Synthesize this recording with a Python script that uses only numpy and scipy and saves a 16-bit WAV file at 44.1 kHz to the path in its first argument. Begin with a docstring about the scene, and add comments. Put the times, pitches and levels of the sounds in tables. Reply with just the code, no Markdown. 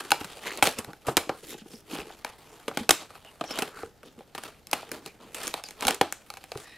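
"""Small room, phone close by: hands pull open a cardboard box's end flap and drag out a thin plastic tray.
Snaps come at once, stronger at 0.6 s and 1.2 s; creaks and dull knocks lead to a bright pair at 2.9 s.
Squeaks follow around 3.5 s, a lone snap at 4.7 s, a dense run from 5.4 s and thin squeaks from 6.6 s.
Buckling bursts ring panels and box modes; stick-slip noise makes the rubs, crackles and squeaks between.
Low thuds, a short room tail and a quiet steady hiss complete the scene at two microphone ports."""
import sys
import numpy as np
from scipy import signal
from scipy.fft import rfft, irfft, next_fast_len
from scipy.io import wavfile
from scipy.ndimage import uniform_filter1d

SR = 44100
rng = np.random.default_rng(int(sys.argv[2]) if len(sys.argv) > 2 else 0)


def wrap_up_sound(samples):
    """Save the sound to the file named by the first command line argument, as 16-bit audio."""
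    columns = np.atleast_2d(samples).T
    # keep every value between -1 and 1, then stretch to whole-number steps
    tamed = np.clip(columns, -1, 1)
    steps = np.round(tamed * 32767).astype(np.int16)
    wavfile.write(sys.argv[1], SR, steps)


N = 298767

# card and plastic buckle: [t/s, crack decay/s, card panel f/Hz, plastic sheet f/Hz, level/dB,
# brightness per register/dB, hollow thump above the level/dB]
BUCKLES = [(0.1055, 0.0046, 860, 2870, -32, 4, -14), (.118, 0.00078, 895, 2800, -18, -2, -13.5),
           (.2103, 0.005, 302, 2800, -40.5, -2.5, 3.5), (0.2443, 0.0062, 178, 2660, -39.5, 1.5, -1.5),
           (0.472, 0.00041, 875, 4240, -43, 6.5, -9), (.5741, .001, 1100, 4000, -44.5, 9.5, -17),
           (0.6249, 0.0086, 810, 2370, -16.5, -1, -14), (0.6287, .0005, 760, 1980, -26, -3.5, 3.5),
           (0.64, 0.0023, 670, 2830, -32, 5, -24), (0.6716, 0.00077, 670, 4350, -24.5, 1.5, -3),
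           (.786, 0.0052, 236, 4100, -38, 9.5, 2.5), (0.8459, 0.0012, 930, 1930, -44, 2.5, -24),
           (0.9326, 0.00047, 300, 2080, -48, -2.5, -4), (1.0671, 0.036, 1280, 1910, -36.5, 5, 4),
           (1.084, 0.0083, 740, 1590, -35, -12, 6.5), (1.169, 0.0026, 350, 1770, -19.5, 4, -4.5),
           (1.1746, 0.004, 870, 2250, -24.5, -0.5, -7.5), (1.293, 0.0037, 520, 1640, -33, -10, 4),
           (1.541, 0.00065, 470, 2900, -50, -4, -3), (2.247, 0.0016, 960, 1670, -33.5, -2, -13),
           (2.6802, 0.0053, 560, 1540, -33, -3, 3), (2.7724, 0.0021, 820, 3270, -28.5, -0.5, -0.5),
           (2.892, 0.0028, 1120, 2640, -17.5, 1.5, -6.5), (2.9074, 0.0023, 1160, 3700, -15.5, 5, -11.5),
           (3.1044, 0.0051, 1260, 2960, -52, -3.5, -8), (3.154, 0.0012, 1270, 1580, -50.5, -5.5, -22),
           (3.248, 0.00089, 647, 2130, -53.5, -0.5, -12), (3.4104, 0.0037, 705, 3100, -35.5, -9, 4),
           (3.4393, 0.0082, 740, 1620, -41.5, -5, -2), (3.5069, 0.0052, 835, 5330, -38, -1.5, -1),
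           (3.5877, 0.0045, 650, 4000, -29.5, 1, -2.5), (3.6216, .0022, 417, 2700, -29.5, .5, -0.5),
           (4.031, 0.0041, 637, 1580, -52.5, -3.5, 1), (4.3495, 0.0063, 1166, 1630, -38.5, -1.5, -4.5),
           (4.3787, 0.0063, 1190, 5000, -38.5, -2, -7), (4.4358, 0.0024, 736, 1540, -41, 2.5, -9),
           (4.67, 0.00083, 770, 5040, -51, 9.5, -10), (4.713, .0017, 1170, 4800, -49, 15.5, -33),
           (4.7306, 0.0045, 791, 2330, -23, -0.5, -9.5), (4.916, 0.0023, 1290, 1540, -37.5, 5, -1),
           (5.061, 0.0024, 410, 4000, -41.5, 3, -0.5), (5.3452, 0.0071, 890, 3050, -38, 6, -9),
           (5.4317, .004, 370, 4180, -46, 12, -2), (5.47, .0016, 866, 6200, -38.5, 8, -2),
           (5.4781, 0.0007, 1170, 6740, -38.5, 11, -6), (5.54, .0014, 955, 3600, -30.5, -0.5, -7.5),
           (5.6381, 0.00028, 765, 3540, -41, 5.5, -14), (5.687, 0.001, 374, 6540, -46.5, 5.5, -9),
           (5.7077, .0022, 365, 6600, -46.5, 5, -10), (5.8084, 0.00052, 905, 3320, -41, 7, -20),
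           (5.8235, 0.0092, 830, 1580, -31.5, -2, -7), (5.8509, .0008, 251, 2840, -31, -0.5, -2),
           (5.8692, 0.0022, 840, 3720, -28.5, 7, -13), (5.8808, 0.0065, 785, 2920, -20.5, .5, -14),
           (5.9078, 0.00073, 775, 2830, -29.5, 3, -25), (5.9451, .002, 760, 2660, -42, 10, -19),
           (6.0117, 0.0037, 813, 3230, -20.5, -5, -1), (6.1245, 0.00079, 800, 3000, -33.5, 6, -14),
           (6.3021, .0011, 1230, 4360, -40, 1, -34), (6.3386, .001, 1220, 5240, -46.5, 0, -22),
           (6.3707, 0.0041, 810, 2500, -44.5, -0.5, -23), (6.4397, 0.0012, 1320, 1600, -47, 1.5, -22),
           (6.518, 0.0018, 870, 4430, -39, -3.5, -24), (6.5746, 0.00018, 530, 3970, -45, 3, -14)]
# fingers and tray knock dully on the box: [t/s, card panel f/Hz, level at that f/dB]
DULL_KNOCKS = [(0.0496, 362, -39.5), (0.884, 170, -37), (1.2707, 310, -40.5), (1.527, 390, -38.5),
               (1.547, 346, -38.5), (1.617, 217, -40), (1.659, 350, -42), (1.737, 232, -40),
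               (1.9321, 284, -32), (1.9526, 464, -34), (1.986, 398, -29.5), (2.1012, 850, -42.5),
               (2.7126, 720, -37), (2.808, 228, -29), (3.789, 1190, -43), (3.8321, 463, -28),
               (4.178, 227, -42.5), (4.207, 553, -40.5), (4.83, 680, -40), (4.9493, 784, -44),
               (6.5546, 410, -30)]
# modes of the box with its tray: [f/Hz, t60/s, relative level/dB]
BOX_MODES = [(130.3, 0.072, -15.5), (266, 0.044, -13), (342, 0.022, -10.5), (505, 0.028, -6.5),
             (684, 0.029, -11.5), (778.5, 0.042, -0.5), (839, 0.057, -9.5), (1116, 0.023, -12.5),
             (1390, 0.0065, -15.5), (1488, 0.02, -8.5), (2180, 0.026, -16), (2305, 0.016, -1.5),
             (2580, 0.018, -5.5), (3304, 0.015, -11.5), (4080, 0.0086, -1), (5270, 0.013, -5.5),
             (6280, 0.01, -9.5)]
# colour of a crack: [f/Hz, relative density level/dB per Hz]
CRACK_COLOUR = [(130, -9), (300, 3), (600, -1), (1200, 0), (1800, -5), (3000, -4.5), (4200, -11.5),
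                (5500, -10), (6800, -7.5), (8000, -5), (12000, -8.5), (16000, -20)]
# the whole box jolts against hand and table: [t/s, f/Hz, level of the swing before its decay/dB]
JOLTS = [(.212, 90, -41), (0.631, 80, -35), (0.787, 100, -39.5), (.878, 120, -39), (1.083, 135, -23.5),
         (1.173, 75.5, -36), (1.292, 90, -45), (1.992, 60, -45), (2.805, 95, -39), (2.898, 70, -34.5),
         (3.835, 91.4, -43.5), (4.731, 70, -46), (5.86, 70, -35.5), (6.01, 85, -36), (6.556, 129, -34)]
# a hand pushes and card and plastic slide: [t of fastest motion/s, rise/s, fall/s, level before the mix/dB,
# brightness per register/dB, hollow rumble above the level/dB]
HAND_STROKES = [(.16, 0.072, 0.45, -48, 0, -4.5), (0.471, 0.027, 0.071, -40.5, -0.5, -1),
                (0.591, 0.011, .02, -45, -2.5, 1), (.655, 0.011, 0.051, -32.5, 1.5, -8.5),
                (0.792, .015, 0.022, -39.5, -3, 0), (.9, 0.044, 0.016, -56.5, -9, 8.5),
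                (1.086, 0.015, 0.02, -40.5, -11.5, 4), (1.21, 0.016, 0.033, -46.5, -6, 1),
                (1.33, 0.06, 0.029, -55, -9, -2), (1.446, 0.013, 0.0073, -48.5, 2, 5),
                (1.51, 0.13, 0.073, -52.5, 8.5, 1), (1.75, 0.07, 0.044, -56, 7, 2),
                (1.94, 0.039, 0.068, -41.5, 0.5, 3.5), (2.12, 0.056, 0.054, -54, 1, -4),
                (2.276, 0.028, 0.057, -51.5, -2, -20), (2.58, 0.15, 0.046, -62, -8, 4),
                (2.795, 0.042, 0.039, -43.5, 1, 2), (3.02, .03, 0.018, -43.5, -3.5, -3.5),
                (3.165, 0.053, 0.024, -51.5, -2, -9), (3.28, 0.037, 0.052, -58, -2.5, -23),
                (3.6, 0.082, 0.07, -39.5, -1.5, -3.5), (3.78, 0.041, 0.075, -52.5, 4.5, 5.5),
                (4.059, 0.016, 0.052, -59, 3, 8), (4.201, 0.017, 0.032, -56.5, -1, 2.5),
                (4.458, 0.065, 0.062, -50.5, -0.5, -4), (4.755, 0.038, 0.09, -46, -2, -2.5),
                (4.937, 0.03, 0.041, -44.5, -1.5, 3), (5.079, 0.036, 0.02, -50, 2, 3),
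                (5.22, 0.023, 0.11, -57.5, -5, 7), (5.44, 0.062, 0.067, -38, 2, -9.5),
                (5.579, 0.046, 0.033, -50, -4.5, -13), (5.67, 0.029, 0.064, -51, 3.5, -12),
                (5.891, 0.046, 0.041, -33, -3.5, 0), (6.6, 0.071, 0.067, -52.5, 3.5, -12)]
# the hands never lie quite still on the box: [t/s, friction level before the mix/dB]
RESTING_HANDS = [(0, -47.5), (.4, -64), (1, -64.5), (1.8, -71.5), (2.5, -59), (3.3, -65.5), (4, -73.5),
                 (4.6, -69.5), (5.3, -65.5), (6.2, -63), (6.77, -61.5)]
# colour of the friction: [f/Hz, relative density level/dB per Hz]
FRICTION_COLOUR = [(110, -1), (260, 2), (400, 7.5), (620, 0.5), (790, 3), (960, -0.5), (1300, 0.5),
                   (1800, -5), (2900, -3.5), (4300, -7), (5600, -8.5), (8000, -8), (11000, -8.5),
                   (15500, -22)]
# plastic creaks and squeaks on card; slow slips creak, fast ones sing:
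# [t/s, length/s, resonance f/Hz, nominal width/Hz, nominal slips per s, level before the fades/dB]
CREAKS_AND_SQUEAKS = [(0.411, .135, 1950, 600, 120, -41), (0.428, .19, 4220, 377, 125, -50),
                      (1.5, 0.1, 2700, 500, 220, -60), (1.466, .094, 3740, 370.4, 250, -50.5),
                      (1.579, 0.056, 3100, 500, 250, -55), (1.694, 0.11, 5230, 410, 400, -57),
                      (1.87, 0.18, 2850, 700, 90, -45), (3.241, 0.071, 2910, 110, 900, -53.5),
                      (3.44, 0.082, 5650, 300, 900, -52), (3.455, 0.17, 3170, 200, 900, -48.5),
                      (3.499, 0.036, 5300, 166.7, 900, -41.5), (3.54, .038, 2960, 400, 600, -42),
                      (3.7, 0.18, 1390, 231.5, 350, -47.5), (5.056, 0.067, 2370, 200, 900, -56),
                      (5.633, 0.043, 4760, 300, 500, -47.5), (6.61, 0.21, 1890, 111, 900, -55.5),
                      (6.614, 0.15, 5240, 170, 900, -66), (6.62, .2, 3870, 201, 900, -59.5),
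                      (6.634, .2, 2500, 139, 900, -60)]
# edges of the four registers, hollow of the box, card panels, plastic sheet, sharp edges: [f/Hz]
REGISTER_EDGES = [150, 480, 1400, 4800, 16000]
# decay of the room: [f/Hz, t60/s]
ROOM_DECAY = [(100, 0.24), (260, 0.19), (700, 0.2), (2000, 0.24), (5000, 0.34), (14000, 0.18)]
# room tail against the sound sent into it: [f/Hz, level/dB]
ROOM_TAIL = [(100, -15), (300, -7.5), (800, -10), (2000, -11), (5000, -12), (14000, -12)]
# filter of the difference between the two microphone ports: [f/Hz, gain/dB]
PORT_DIFFERENCE = [(30, -18.5), (100, -21), (300, -46), (700, -38.5), (1400, -38.5), (2800, -19),
                   (5600, -8), (11000, -4), (15000, 2)]
# colour of the background hiss: [f/Hz, relative density level/dB per Hz]
HISS_COLOUR = [(12, -30), (20, 5.5), (130, 6), (388, -0.5), (849, -2), (1000, -14), (1370, -9),
               (1960, -12.5), (2910, -16.5), (4810, -17.5), (11100, -25.5), (14700, -19.5), (16000, -54)]

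DIRECTIONS = 4  # a bent sheet sends a different waveform each way
SHEET_RING_S = 0.0013  # fall to 1 / e: thin plastic is damped by the card around it
EDGE_DB = -5.5  # the sharp edges' register lies under the others
KNOCK_SHEET_HZ = 2183  # the slack plastic that a dull knock stirs
KNOCK_S, KNOCK_FALL_DB_PER_OCT = 0.0018, 9  # soft contact: thinner away from the panel's pitch
STROKE_SHAPE = 1.32  # 1 = pointed swell, 2 = bell
HOLD_BRIGHTNESS_DB, HOLD_HOLLOW_DB = 2, -3
# tiny creases give way while the plastic slides; their level is relative to the plastic's friction
CRINKLES_PER_S, CRINKLE_DB, CRINKLE_SCATTER_DB, CRINKLE_S = 130, -5.5, 3, 0.00088
HISS_DB = -60  # the part common to both ports
TOP_HZ = 15600


def snaps():
    """Card and plastic sheets buckle, each with a crack decay of its own."""
    return strike_box([(t, crack_s, panel_hz, sheet_hz, registers(*contact))
                       for t, crack_s, panel_hz, sheet_hz, *contact in BUCKLES])


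def knocks():
    """Soft blows by fingers and tray: the sound thins out in octaves away from the panel's pitch."""
    centres = np.sqrt(np.multiply(REGISTER_EDGES[:-1], REGISTER_EDGES[1:]))
    contacts = []
    for t, panel_hz, db in DULL_KNOCKS:
        levels = db - KNOCK_FALL_DB_PER_OCT * np.abs(np.log2(centres / panel_hz))
        contacts.append((t, KNOCK_S, panel_hz, KNOCK_SHEET_HZ, levels))
    return strike_box(contacts)


def strike_box(contacts, panel_db=-7, panel_cycles=2.2, sheet_db=-9, box_db=-14, scatter_db=5.0,
               rattle_db=-25, rattle_s=0.0027, rise_s=0.00013, tick_rough=0.42):
    """A brief crack and a weaker rattle burst; card and plastic swing a few cycles and the box modes ring."""
    out, t = np.zeros((DIRECTIONS, N)), np.arange(3072) / SR
    filters = [bandpass(lo, hi) for lo, hi in zip(REGISTER_EDGES, REGISTER_EDGES[1:])]
    hz, t60, db = np.transpose(BOX_MODES)
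    modes = np.sin(2 * np.pi * hz[:, None] * t) * undb(db[:, None] - 60 * t / t60[:, None])
    spread = np.sqrt(0.01 * SR / len(t))  # levels are rms over 10 ms
    for start, crack_s, panel_hz, sheet_hz, levels in contacts:
        force = np.exp(-t / max(crack_s, 1 / SR)) * (1 - np.exp(-t / rise_s))
        force = force / force.max() + undb(rattle_db) * np.exp(-t / rattle_s)
        # roughness held for 16 samples at a time
        slips = np.exp(tick_rough * np.repeat(rng.standard_normal(len(t) // 16), 16))
        crack = colour(force * slips * rng.standard_normal((DIRECTIONS, len(t))), CRACK_COLOUR)
        panel = undb(panel_db) * ring(t, panel_hz, panel_cycles)
        sheet = undb(sheet_db) * ring(t, sheet_hz, sheet_hz * SHEET_RING_S)
        # every direction favours other modes
        shape = (DIRECTIONS, len(hz))
        shares = undb(scatter_db * rng.standard_normal(shape)) * rng.choice([-1, 1], shape)
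        blow = crack + panel + sheet + undb(box_db) * shares @ modes
        bands = [undb(level) * unit(signal.sosfilt(f, blow)) for f, level in zip(filters, levels)]
        add(out, start, spread * sum(bands))
    return out


def registers(db, brightness_db, hollow_db):
    """Levels of hollow, card, plastic and edges: a harder contact tips the sound from card towards edges."""
    return db + np.array([hollow_db, -brightness_db, 0, brightness_db + EDGE_DB])


def ring(t, hz, cycles):
    """A damped swing that falls to 1 / e after the given number of cycles."""
    return np.sin(2 * np.pi * hz * t) * np.exp(-t * hz / cycles)


def bumps(cycles=1.3):
    """Soft, heavily damped thuds of the box as a whole."""
    out, t = np.zeros((DIRECTIONS, N)), np.arange(SR // 10) / SR
    for start, hz, db in JOLTS:
        add(out, start, undb(db) * ring(t, hz, cycles)[None])
    return out


def sliding():
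    """Strength of the friction in each register: strokes swell and die away over the resting hands."""
    t = np.arange(N) / SR
    hold = undb(np.interp(t, *np.transpose(RESTING_HANDS)))
    power = np.outer(undb(registers(0, HOLD_BRIGHTNESS_DB, HOLD_HOLLOW_DB)), hold) ** 2
    for peak, rise_s, fall_s, *contact in HAND_STROKES:
        near = np.abs(t - peak) < 0.5
        distance = np.maximum((peak - t[near]) / rise_s, (t[near] - peak) / fall_s)
        speed = np.exp(-distance ** STROKE_SHAPE)
        power[:, near] += np.outer(undb(registers(*contact)), speed) ** 2
    return np.sqrt(power)


def stick_slip(slip_s=0.0021, smooth_db=-4, catch_db=-5):
    """Friction force of mean square 1: fine slips, fewer catches and a smooth remainder."""
    decay = [1, -np.exp(-1 / (slip_s * SR))]
    rates = np.array([[600], [90]])  # slips and catches per second
    sizes = undb(4 * np.minimum(rng.exponential(size=(2, N)), 2))
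    impulses = sizes * (rng.random((2, N)) < rates / SR)
    slips, catches = unit(signal.lfilter([1], decay, impulses))
    return unit(np.sqrt(slips ** 2 + (undb(catch_db) * catches) ** 2 + undb(smooth_db) ** 2))


def rubbing(grip, strengths, flutter_db=1.94, flutter_rate=55, shift_db=2.5, shift_rate=20):
    """Surfaces catch and let go; the resonances they excite shift as the contact moves."""
    out, pressure_db = 0, flutter_db * walk(flutter_rate)
    for lo, hi, strength in zip(REGISTER_EDGES, REGISTER_EDGES[1:], strengths):
        rub, edges = 0, np.geomspace(lo, hi, 6)
        for a, b in zip(edges, edges[1:]):
            gain = undb(read(FRICTION_COLOUR, np.sqrt(a * b)) + shift_db * walk(shift_rate))
            noise = grip * rng.standard_normal((2, N))
            rub = rub + gain * signal.sosfilt(bandpass(a, b, order=2), noise)
        out = out + strength * undb(pressure_db) * unit(rub)
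    return out


def crinkles(strength):
    """Tiny cracks at random moments, as strong as the plastic is being worked."""
    sizes = undb(CRINKLE_SCATTER_DB * rng.standard_normal(N))
    impulses = sizes * (rng.random(N) < CRINKLES_PER_S / SR)
    force = signal.lfilter([1], [1, -np.exp(-1 / (CRINKLE_S * SR))], impulses)
    cracks = colour(force * rng.standard_normal((2, N)), FRICTION_COLOUR)
    return undb(CRINKLE_DB) * strength * unit(cracks)


def squeaks(slip_s=0.001, jitter=0.3, scatter_db=3, glide_db=-16):
    """Uneven slips ring one resonance of the tray; between them the surfaces glide faintly."""
    out = np.zeros((2, N))
    for start, length, hz, width, rate, db in CREAKS_AND_SQUEAKS:
        chance = rng.standard_normal((400, 2))  # gap and size of each slip
        at = (np.cumsum(np.exp(jitter * chance[:, 0])) * SR / rate).astype(int)
        size = int(length * SR)
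        slips = np.bincount(at, undb(scatter_db * chance[:, 1]), size)[:size]
        force = unit(signal.lfilter([1], [1, -np.exp(-1 / (slip_s * SR))], slips)) + undb(glide_db)
        noise = force * rng.standard_normal((2, size))
        song = signal.sosfilt(bandpass(hz - width / 2, hz + width / 2, order=1), noise)
        song = signal.sosfilt(bandpass(hz / 2, hz * 2), song)
        add(out, start, undb(db) * unit(song) * signal.windows.tukey(size, 0.6))
    return out


def room(x, early_db=-13, early_s=0.004, gap_s=0.00037):
    """Each direction returns by its own paths: quick reflections from table and hands, then a short tail."""
    t = np.arange(int(SR / 2)) / SR
    onset, response = 1 - np.exp(-(t / gap_s) ** 2), 0
    edges = np.geomspace(60, 17000, 9)
    for lo, hi in zip(edges, edges[1:]):
        hz = np.sqrt(lo * hi)
        tail = unit(onset * undb(-60 * t / read(ROOM_DECAY, hz))) * undb(read(ROOM_TAIL, hz))
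        early = unit(onset * np.exp(-t / early_s)) * undb(early_db)
        noise = signal.sosfilt(bandpass(lo, hi), rng.standard_normal((DIRECTIONS, len(t))))
        response = response + noise * np.hypot(tail, early) / np.sqrt(len(t) * DIRECTIONS)
    size = next_fast_len(N + len(t))
    sound, paths = rfft(x, size), rfft(response, size)
    # the second signal takes the same paths in reverse order of direction
    both = np.array([(sound * paths).sum(0), (sound * paths[::-1]).sum(0)])
    return irfft(both, size)[:, :N]


def background_hiss():
    """Steady coloured noise, independent in the sum and difference signals."""
    return undb(HISS_DB) * unit(colour(rng.standard_normal((2, N)), HISS_COLOUR))


def undb(db):
    """Decibels to gain."""
    return 10 ** (np.asarray(db) / 20)


def unit(x):
    """Scale to rms 1."""
    return x / np.sqrt(np.mean(x ** 2, axis=-1, keepdims=True))


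def read(points, hz):
    """Value of a [f/Hz, value] table on a log-frequency axis."""
    f, v = np.transpose(points)
    return np.interp(np.log(np.maximum(hz, 1)), np.log(f), v)


def colour(x, points):
    """Causal filter with the given [f/Hz, level/dB] response, built from its cepstrum."""
    size = 4096
    cepstrum = irfft(np.log(undb(read(points, np.fft.rfftfreq(size, 1 / SR)))))
    # folding the cepstrum forward gives minimum phase
    cepstrum[1:size // 2] *= 2
    cepstrum[size // 2 + 1:] = 0
    response = irfft(np.exp(rfft(cepstrum)))
    return signal.fftconvolve(np.atleast_2d(x), response[None], axes=-1)[:, :x.shape[-1]]


def bandpass(lo_hz, hi_hz, order=3):
    """Sections of a band-pass filter."""
    return signal.butter(order, [lo_hz, min(hi_hz, 0.49 * SR)], "band", fs=SR, output="sos")


def walk(rate):
    """Random levels held 1 / rate s and slewed; spread near 1."""
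    k = max(int(SR / rate), 1)
    held = np.repeat(rng.standard_normal(N // k + 1), k)
    return unit(uniform_filter1d(held, k)[:N])


def add(out, start, sound):
    """Mix a sound in at time start/s."""
    i = max(int(start * SR), 0)
    out[:, i:i + sound.shape[1]] += sound[:, :max(N - i, 0)]


def scene(rub_db=-1, rub_room_db=-3, diffuse_side_db=1, hiss_side_db=-9):
    """The two ports hear a sum and a difference signal, which become left and right."""
    hits = snaps() + knocks() + bumps()
    strengths = sliding()
    slide = undb(rub_db) * rubbing(stick_slip(), strengths)
    slide = slide + squeaks() + crinkles(strengths[2])  # register 2 is the plastic sheet
    direct = hits[:2] + slide
    # blows and friction share the same room
    tail = room(hits + undb(rub_room_db) * np.tile(slide, (DIRECTIONS // 2, 1)))
    hiss = background_hiss()
    mid = direct[0] + tail[0] + hiss[0]
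    side = colour(direct[1] + undb(diffuse_side_db) * tail[1], PORT_DIFFERENCE)[0]
    side = side + undb(hiss_side_db) * hiss[1]
    return np.array([mid + side, mid - side])


def record(dry):
    """Microphone input: peaks beyond its limit are clipped, then the top is cut."""
    clipped = np.clip(dry, -0.85, 0.85)
    return signal.sosfilt(signal.ellip(8, 0.2, 80, TOP_HZ, fs=SR, output="sos"), clipped)


dry = scene()
out = record(dry)
wrap_up_sound(out)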